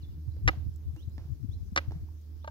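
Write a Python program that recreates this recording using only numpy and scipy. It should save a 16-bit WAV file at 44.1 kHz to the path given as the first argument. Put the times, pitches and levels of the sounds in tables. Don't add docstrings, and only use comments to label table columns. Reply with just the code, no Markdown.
import sys
import numpy as np
from scipy import signal
from scipy.fft import rfft, irfft, next_fast_len
from scipy.io import wavfile
from scipy.ndimage import uniform_filter1d, map_coordinates

SR = 44100
rng = np.random.default_rng(int(sys.argv[2]) if len(sys.argv) > 2 else 0)


def wav_record(signal):
    frames = np.transpose(np.atleast_2d(signal))
    bounded = np.clip(frames, -1, 1)
    quanta = np.round(bounded * 32767).astype(np.int16)
    wavfile.write(sys.argv[1], SR, quanta)


def boost(x):
    u = np.asarray(x, float) / 20
    return 10 ** u


N = 110250

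# centre in seconds, peak in dB, width in seconds, pitch in Hz.
PUFFS_LEFT = [(0.034, -34, 0.024, 120.6), (0.09, -36.5, 0.067, 103), (0.319, -42, 0.068, 110.7),
              (0.43, -31.5, 0.1, 94), (0.466, -17, 0.092, 104), (0.578, -27.5, 0.046, 115),
              (0.692, -27, 0.06, 104.5), (0.75, -37, 0.0227, 92.7), (0.947, -31, 0.055, 119),
              (1.079, -26.5, 0.036, 104), (1.319, -26.5, 0.11, 116.4), (1.441, -30.5, 0.16, 115),
              (1.493, -26.5, 0.03, 102), (1.535, -32, 0.054, 93.5), (1.728, -25, 0.019, 160),
              (1.887, -22, 0.039, 107), (1.964, -25.5, 0.02, 124), (2.03, -27, 0.048, 93),
              (1.447, -30.5, 0.028, 232)]
# centre in seconds, peak in dB, width in seconds, pitch in Hz.
PUFFS_RIGHT = [(0.284, -28, 0.058, 105.5), (0.389, -34.5, 0.095, 110), (0.537, -52, 0.024, 105.0),
               (0.61, -32, 0.072, 96.6), (0.669, -25.5, 0.046, 90), (0.781, -55.5, 0.022, 105),
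               (0.86, -35.5, 0.059, 107), (1.043, -63, 0.041, 107), (1.223, -32, 0.087, 93),
               (1.258, -37, 0.025, 114.0), (1.552, -34.5, 0.177, 100), (1.928, -35.5, 0.058, 104),
               (2.014, -34, 0.044, 101)]
# frequency in Hz, level in dB.
BUFFET_SPECTRUM = [(20, -10), (45, 7), (80, 10.5), (130, -8), (220, -18), (400, -31), (700, -66.5)]
# time in seconds, left level in dB, right level in dB.
BUFFET_LEVELS = [(0, -45, -51), (.5, -39.5, -32), (1.1, -39.5, -46.5), (1.95, -38.5, -43),
                 (2.2, -47.5, -42.5)]
# time in seconds, level in dB, fourth multiple in dB over its mean.
ENGINE_LEVELS = [(0, -48.5, 3), (.3, -43, 1.5), (.7, -44.5, 0.5), (1.1, -47, -8.5), (1.5, -52, 6),
                 (1.62, -58, -3.5), (1.8, -42.5, 3), (2.1, -47, -0.5), (2.5, -47.5, -10)]
# multiple, level in dB, unsteadiness in dB.
ENGINE_ORDERS = [(1, 5.5, 2), (2, -28, -10), (4, -21.5, -0.5)]
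# frequency in Hz, density in dB per Hz.
AIR_SPECTRUM = [(200, -5), (330, -9), (620, -26), (2800, -36), (5500, -30.5), (8500, -42.5), (13500, -33),
                (15750, -37.5)]
# frequency in Hz, likeness from 0 to 1.
AIR_LIKENESS = [(200, 0.48), (640, 0.36), (1500, 0.036)]
# start in seconds, length in seconds, first Hz, last Hz, level in dB.
WHISTLES = [(-.01, 0.039, 3240, 2670, -73.5), (0.014, 0.0245, 6210, 3530, -65.5),
            (0.031, 0.026, 3440, 3590, -66), (0.092, 0.037, 3180, 2660, -77),
            (0.294, 0.037, 3400, 4330, -76), (.575, 0.017, 4200, 3950, -77), (.605, 0.015, 3800, 3550, -76),
            (0.955, 0.092, 2620, 4410, -67), (1.091, .045, 3850, 4530, -75.5),
            (1.113, 0.06, 4300, 5450, -75), (1.5, 0.053, 3090, 4570, -67.5),
            (2.399, 0.0592, 2920, 4508, -68.5)]
GLIDE_BENDS = [1.1, .5, 2.1, 1.1, 1.2, 1, 1, 1.9, 2, .39, 1.4, 1.4]
# frequency in Hz, t60 in seconds.
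ROADSIDE_DECAY = [(300, 0.47), (2000, 0.379), (8000, 0.38)]
# start in seconds, level in dB, thud in Hz,
# length in seconds.
FOOTFALLS = [(.279, -69, 1010, 0.005), (0.366, -51.5, 486, 0.0023), (0.531, -51, 740, 0.0085),
             (0.962, -51.5, 317.6, 0.021), (1.1803, -40, 280, 0.0032), (1.194, -57, 600, 0.0023),
             (1.813, -53.5, 2460, .003), (1.858, -61, 910, 0.0036), (1.909, -44.5, 320, 0.0044),
             (1.919, -50.5, 414, 0.0067), (1.9193, -43, 815, 0.0017), (2.086, -60.5, 926, 0.0036)]
# frequency in Hz, level in dB.
SCUFF_SPECTRUM = [(250, -2), (800, -4), (2500, -14), (5500, -18.5), (8000, -40), (14000, -37)]
# start in seconds, level in dB, ring in Hz.
STRAP_TICKS = [
    (.7405, -65.5, 7570),
    (0.761, -57.5, 7710),
    (.963, -61, 6420),
    (1.06, -66, 6230),
    (1.097, -65, 7500),
    (1.1808, -53, 1730),
    (1.181, -78, 6200),
    (1.717, -68.5, 7400),
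    (1.921, -55.5, 5345),
    (2.216, -68, 6800),
]
# start in seconds, level in dB.
BUCKLE_CLICKS = [
    (0.7608, -52),
    (.964, -60),
    (2.213, -65),
]
# start in seconds, strength in dB, brightness in dB per octave, grit in dB.
TIP_CONTACTS = [
    (.4770, -21, 2.5, -27.5),
    (.4830, -26.5, 0.5, -26),
    (.4872, -24, -1.5, -49),
    (0.4894, -24.5, -2, -44.5),
    (1.762, -28, -2.5, -26),
    (1.7743, -23.5, 2.5, -29),
    (1.7769, -34.5, -2, -26.5),
    (1.7852, -39, -0.5, -41.5),
]
SHAFT_PITCHES = [320, 560, 783, 1265, 1575, 2010, 2410, 2825, 3380, 3800, 4310, 4825, 5410, 6500]
# level in dB, t60 in seconds.
SHAFT_MODES = [(-9.5, 0.092), (-9.5, 0.37), (-8.5, 0.134), (-1, 0.13), (-2, 0.12), (2.5, 0.078),
               (-3.5, 0.0753), (-10, 0.068), (-13, 0.106), (-10, 0.031), (-33, 0.042), (-16.5, 0.0133),
               (-9, 0.01), (-25, .015)]
PLANTED_TIMES = [.494, 1.789]
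# frequency in Hz, level in dB.
GRIT_SPECTRUM = [(300, -29), (1500, 17.5), (6000, 7.5), (8000, 7), (16000, -57)]
# start in seconds, level in dB.
STONE_CHIPS = [
    (.4773, -36),
    (.4783, -28),
    (.4806, -36),
    (.4848, -38),
    (1.7607, -34),
    (1.7619, -31),
    (1.7702, -45),
    (1.7748, -35),
    (1.7808, -41),
]
# frequency in Hz, level in dB.
CHIP_SPECTRUM = [(2000, -12), (5000, 0), (7000, -2), (10000, -6), (12500, -13), (16000, -17)]
# centre in seconds, peak in dB, pitch in Hz.
TIP_BLOWS = [
    (.4782, -18, 1900),
    (.4844, -21, 1700),
    (.4885, -14, 1650),
    (.4909, -19, 1800),
    (1.7634, -19, 1300),
    (1.7758, -17, 1900),
    (1.7784, -22, 2200),
    (1.7858, -26, 1500),
]
# time in seconds, level in dB.
ROADSIDE_IMPULSES = [
    (.49, 7.5),
    (1.778, 5.5),
]
# frequency in Hz, level in dB.
ECHO_SPECTRUM = [(400, 4.5), (1400, -2), (3500, -7), (6500, -16), (9000, -12)]
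# centre in seconds, level in dB, width in seconds.
CLOTH_SWELLS = [
    (1.0, -73, 0.03),
    (1.53, -72, 0.014),
    (1.67, -72.5, 0.017),
]
# start in seconds, peak in dB, brightness in dB per octave.
GEAR_KNOCKS = [
    (2.444, -33.5, 4.5),
    (2.476, -24.5, 3.5),
]
# frequency in Hz, level in dB, t60 in seconds.
HOLLOW_MODES = [(618, 11.5, 0.026), (906, 8, 0.049), (1180, 7, 0.021), (1577, -2.5, 0.05),
                (2860, -15, 0.023), (2240, -10, 0.029), (3170, -30.5, 0.016), (3950, -19, 0.012)]
# frequency in Hz, level in dB.
PORT_RESPONSE = [(6300, 4), (8000, -14), (12000, -6)]


def unit(x):
    return x / np.sqrt(np.mean(x ** 2) + 1e-20)


def along(points, hz):
    f, v = np.transpose(points)
    return np.interp(np.log(hz + 1), np.log(f + 1), v)


def curves(rows):
    s, *cols = np.transpose(rows)
    return np.array([np.interp(np.arange(N) / SR, s, c) for c in cols])


def wobble(rate):
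    knots = rng.standard_normal(int(N * rate / SR) + 4)
    return map_coordinates(knots, [np.arange(N) * rate / SR])


def filtered(x, response):
    m = next_fast_len(x.shape[-1] + 8192)
    return irfft(rfft(x, m) * response(np.fft.rfftfreq(m, 1 / SR)), m)[..., :x.shape[-1]]


def noise(spectrum, size=N):
    return unit(filtered(rng.standard_normal(size), lambda hz: boost(along(spectrum, hz))))


def add(track, s, x):
    i = round(s * SR)
    x = x[max(-i, 0):N - i]
    track[max(i, 0):][:len(x)] += x


def placed(x, lead_s, pan_db):
    side = np.array([[.5], [-.5]])
    return filtered(x, lambda hz: boost(side * pan_db) * np.exp(2j * np.pi * hz * side * lead_s))


def rung(modes, tilt_db, t):
    out = 0
    for hz, db, t60 in modes:
        level_db = db + tilt_db * np.log2(hz / 1000) + rng.normal(0, 1.5)
        out = out + boost(level_db - 60 * t / t60) * np.sin(2 * np.pi * hz * t)
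    return out


def wind():
    sharpness, noise_db, pitch_sag = 0.17, -1.5, 0.41
    out, t = np.zeros((2, N)), np.arange(-SR // 8, SR // 8) / SR
    for port, puffs in zip(out, (PUFFS_LEFT, PUFFS_RIGHT)):
        for s, db, width, hz in puffs:
            cycles = hz * t * (1 - pitch_sag * t / width) + rng.random()
            body = np.cos(2 * np.pi * cycles) + boost(noise_db) * noise(BUFFET_SPECTRUM, size=len(t))
            swell = np.exp(-.5 * (t / (sharpness * width)) ** 2)
            add(port, s + t[0], boost(db) * swell * body)
    lumps = np.array([unit(boost(5.24 * wobble(16)) * noise(BUFFET_SPECTRUM)) for _ in out])
    return out + boost(curves(BUFFET_LEVELS)) * lumps


def engine():
    firing_hz, pan_db = 76.84, -3
    level_db, fourth_db = curves(ENGINE_LEVELS)
    phase = 2 * np.pi * np.cumsum(firing_hz + .5 * wobble(2.66)) / SR
    tones = 0
    for k, db, shake_db in ENGINE_ORDERS:
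        strength = boost(db + (k == 4) * fourth_db + shake_db * wobble(22.3))
        tones = tones + strength * np.sin(k * phase + 0.13 * k * wobble(18))
    return placed(np.sqrt(2) * boost(level_db) * tones, 0, pan_db)


def air():
    level_db, top_hz = -63.5, 15800
    z = signal.stft(rng.standard_normal((2, N)), nperseg=512)[2]
    patches = uniform_filter1d(rng.standard_normal(z.shape[1:]), size=12, axis=0)
    patches = uniform_filter1d(patches, size=10, axis=1)
    pair = signal.istft(z * boost(1.5 * unit(patches)), nperseg=512)[1][:, :N]

    def mid_side(hz):
        angle = np.arccos(np.clip(along(AIR_LIKENESS, hz), 0, 1)) / 2
        return boost(along(AIR_SPECTRUM, hz)) * (hz < top_hz) * [np.cos(angle), np.sin(angle)]

    mid, side = filtered(pair, mid_side)
    return boost(level_db + 5 + 0.077 * wobble(1.9)) * unit(np.array([mid + side, mid - side]))


def birds():
    out = np.zeros(N)
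    for (s, length, first_hz, last_hz, db), bend in zip(WHISTLES, GLIDE_BENDS):
        u = np.arange(round(length * SR)) / (length * SR)
        glide = u ** bend - (bend < .4) * 0.64 * u ** 4
        phase = 2 * np.pi * np.cumsum(first_hz + (last_hz - first_hz) * glide) / SR
        swell = np.abs(np.sin(np.pi * u ** 1.54)) ** 0.79
        add(out, s, boost(db) * swell * boost(2.9 * wobble(126)[:len(u)]) * np.sin(phase))
    return out


def echo(x):
    hz, t, z = signal.stft(rng.standard_normal((2, SR // 3)), SR, nperseg=256)
    decay = boost(-60 * t / along(ROADSIDE_DECAY, hz)[:, None])
    tail = signal.istft(z * decay, SR, nperseg=256)[1]
    late = np.pad(x, (100, 0))[None]
    return signal.fftconvolve(late, tail / np.linalg.norm(tail[0]), axes=1)[:, :N]


def steps():
    scuff_db, scuff_t60, scratch_db = -21, 0.46, -7
    tick_t60, snap_t60, snap_db = .012, .006, -3
    snap_spectrum = [(3000, -27), (6000, 14), (16000, -10)]  # (Hz, dB)
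    click_spectrum = [(4000, -30), (5500, -7), (9000, -3), (16000, -6)]  # (Hz, dB)
    out, t = np.zeros(N), np.arange(SR // 4) / SR
    for s, db, hz, length in FOOTFALLS:
        thud = np.sin(2 * np.pi * hz * t) * 2 * t / length * np.exp(1 - 2 * t / length)
        friction = boost(scuff_db - 60 * t / scuff_t60) + boost(scratch_db - 20 * t / length)
        add(out, s, boost(db) * (thud + friction * noise(SCUFF_SPECTRUM, size=len(t))))
    for s, db, hz in STRAP_TICKS:
        size = hz / 7700
        snap = boost(snap_db * size - 60 * t / snap_t60) * size * noise(snap_spectrum, size=len(t))
        add(out, s, boost(db) * (boost(-60 * t / tick_t60) * np.sin(2 * np.pi * hz * t) + snap))
    for s, db in BUCKLE_CLICKS:
        add(out, s, boost(db - 60 * t / 0.0072) * noise(click_spectrum, size=len(t)))
    return out


def stick():
    travel_s, shaft_top_hz = 0.002059, 8600
    ring_cycles, planted_t60 = 140, 0.024
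    grit_gain_db, grit_t60, chip_t60 = 2.1, 0.021, .007
    ring, grit, t = np.zeros(N), np.zeros(N), np.arange(SR // 5) / SR
    modes = [(hz, db, min(t60, ring_cycles / hz)) for hz, (db, t60) in zip(SHAFT_PITCHES, SHAFT_MODES)]
    for s, db, tilt_db, grit_db in TIP_CONTACTS:
        planted = min(p for p in PLANTED_TIMES if p > s - .01) - s
        stilled_db = 60 * np.clip(t - planted, 0, 1) / planted_t60
        add(ring, s, boost(db - 7.5 - stilled_db) * rung(modes, tilt_db, t))
        crack = boost(grit_db + grit_gain_db - 60 * t / grit_t60) * noise(GRIT_SPECTRUM, size=len(t))
        add(grit, s, crack * (1 - np.exp(-t / 0.00075)))
    for s, db in STONE_CHIPS:
        add(grit, s, boost(db - 60 * t / chip_t60) * noise(CHIP_SPECTRUM, size=len(t)))

    def shaft(hz):
        bending = -4j * np.pi * travel_s * np.sqrt(1000 * hz)
        travel = np.exp(bending + 2j * np.pi * hz * travel_s / 3)
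        return travel / (1 + (hz / shaft_top_hz) ** 10)

    return filtered(ring, shaft) + grit


def blows():
    pulse_s = .00035
    near, far, t = np.zeros(N), np.zeros(N), np.arange(-99, 100) / SR
    for s, db, hz in TIP_BLOWS:
        add(near, s + t[0], boost(db) * np.exp(-.5 * (t / pulse_s) ** 2) * np.cos(2 * np.pi * hz * t))
    for s, db in ROADSIDE_IMPULSES:
        add(far, s, boost([db]))
    return near, filtered(far, lambda hz: boost(along(ECHO_SPECTRUM, hz)))


def rustle():
    t = np.arange(N) / SR
    swell = sum(boost(db) * np.exp(-.5 * ((t - s) / width) ** 2) for s, db, width in CLOTH_SWELLS)
    cloth_spectrum = [(3800, -77), (5000, -11), (6000, -2), (7500, -18.5)]  # (Hz, dB)
    return swell * np.array([noise(cloth_spectrum) for _ in range(2)])


def knocks():
    out, t = np.zeros(N), np.arange(SR // 5) / SR
    for s, db, tilt_db in GEAR_KNOCKS:
        add(out, s, boost(db - 16.5) * rung(HOLLOW_MODES, tilt_db, t) * (1 - np.exp(-t / 0.0014)))
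        contact_db = db - 32.5 + 2 * tilt_db - 60 * t / 0.034
        add(out, s, boost(contact_db) * noise(GRIT_SPECTRUM, size=len(t)))
    return out


def scene():
    stick_lead_s, stick_pan_db, echo_db = .00024, -1.1, -20.5
    tap, knock, feet, song = stick(), knocks(), steps(), birds()
    blow, far = blows()
    taps = placed(tap + blow, stick_lead_s, stick_pan_db) + placed(knock, stick_lead_s, 0.7)
    taps = taps + boost(echo_db) * echo(far + knock + feet)
    near = filtered(taps, lambda hz: boost(along(PORT_RESPONSE, hz))) + placed(feet, .00015, -5.0)
    whistles = placed(song, -0.00019, -12.5) + boost(-3) * echo(song)
    return near + whistles + engine() + wind() + air() + rustle()


def low_pass(x):
    return signal.sosfilt(signal.butter(12, 16640, fs=SR, output="sos"), x)


def record(dry):
    low_cut_hz, top_hz = 40, 16400
    cut = lambda hz: (hz < top_hz) * (1j * hz / (low_cut_hz + 1j * hz)) ** 2
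    padded = np.pad(dry, ((0, 0), (0, 999)), "reflect")
    return low_pass(filtered(padded, cut)[:, :N])


dry = scene()
out = record(dry)
wav_record(out)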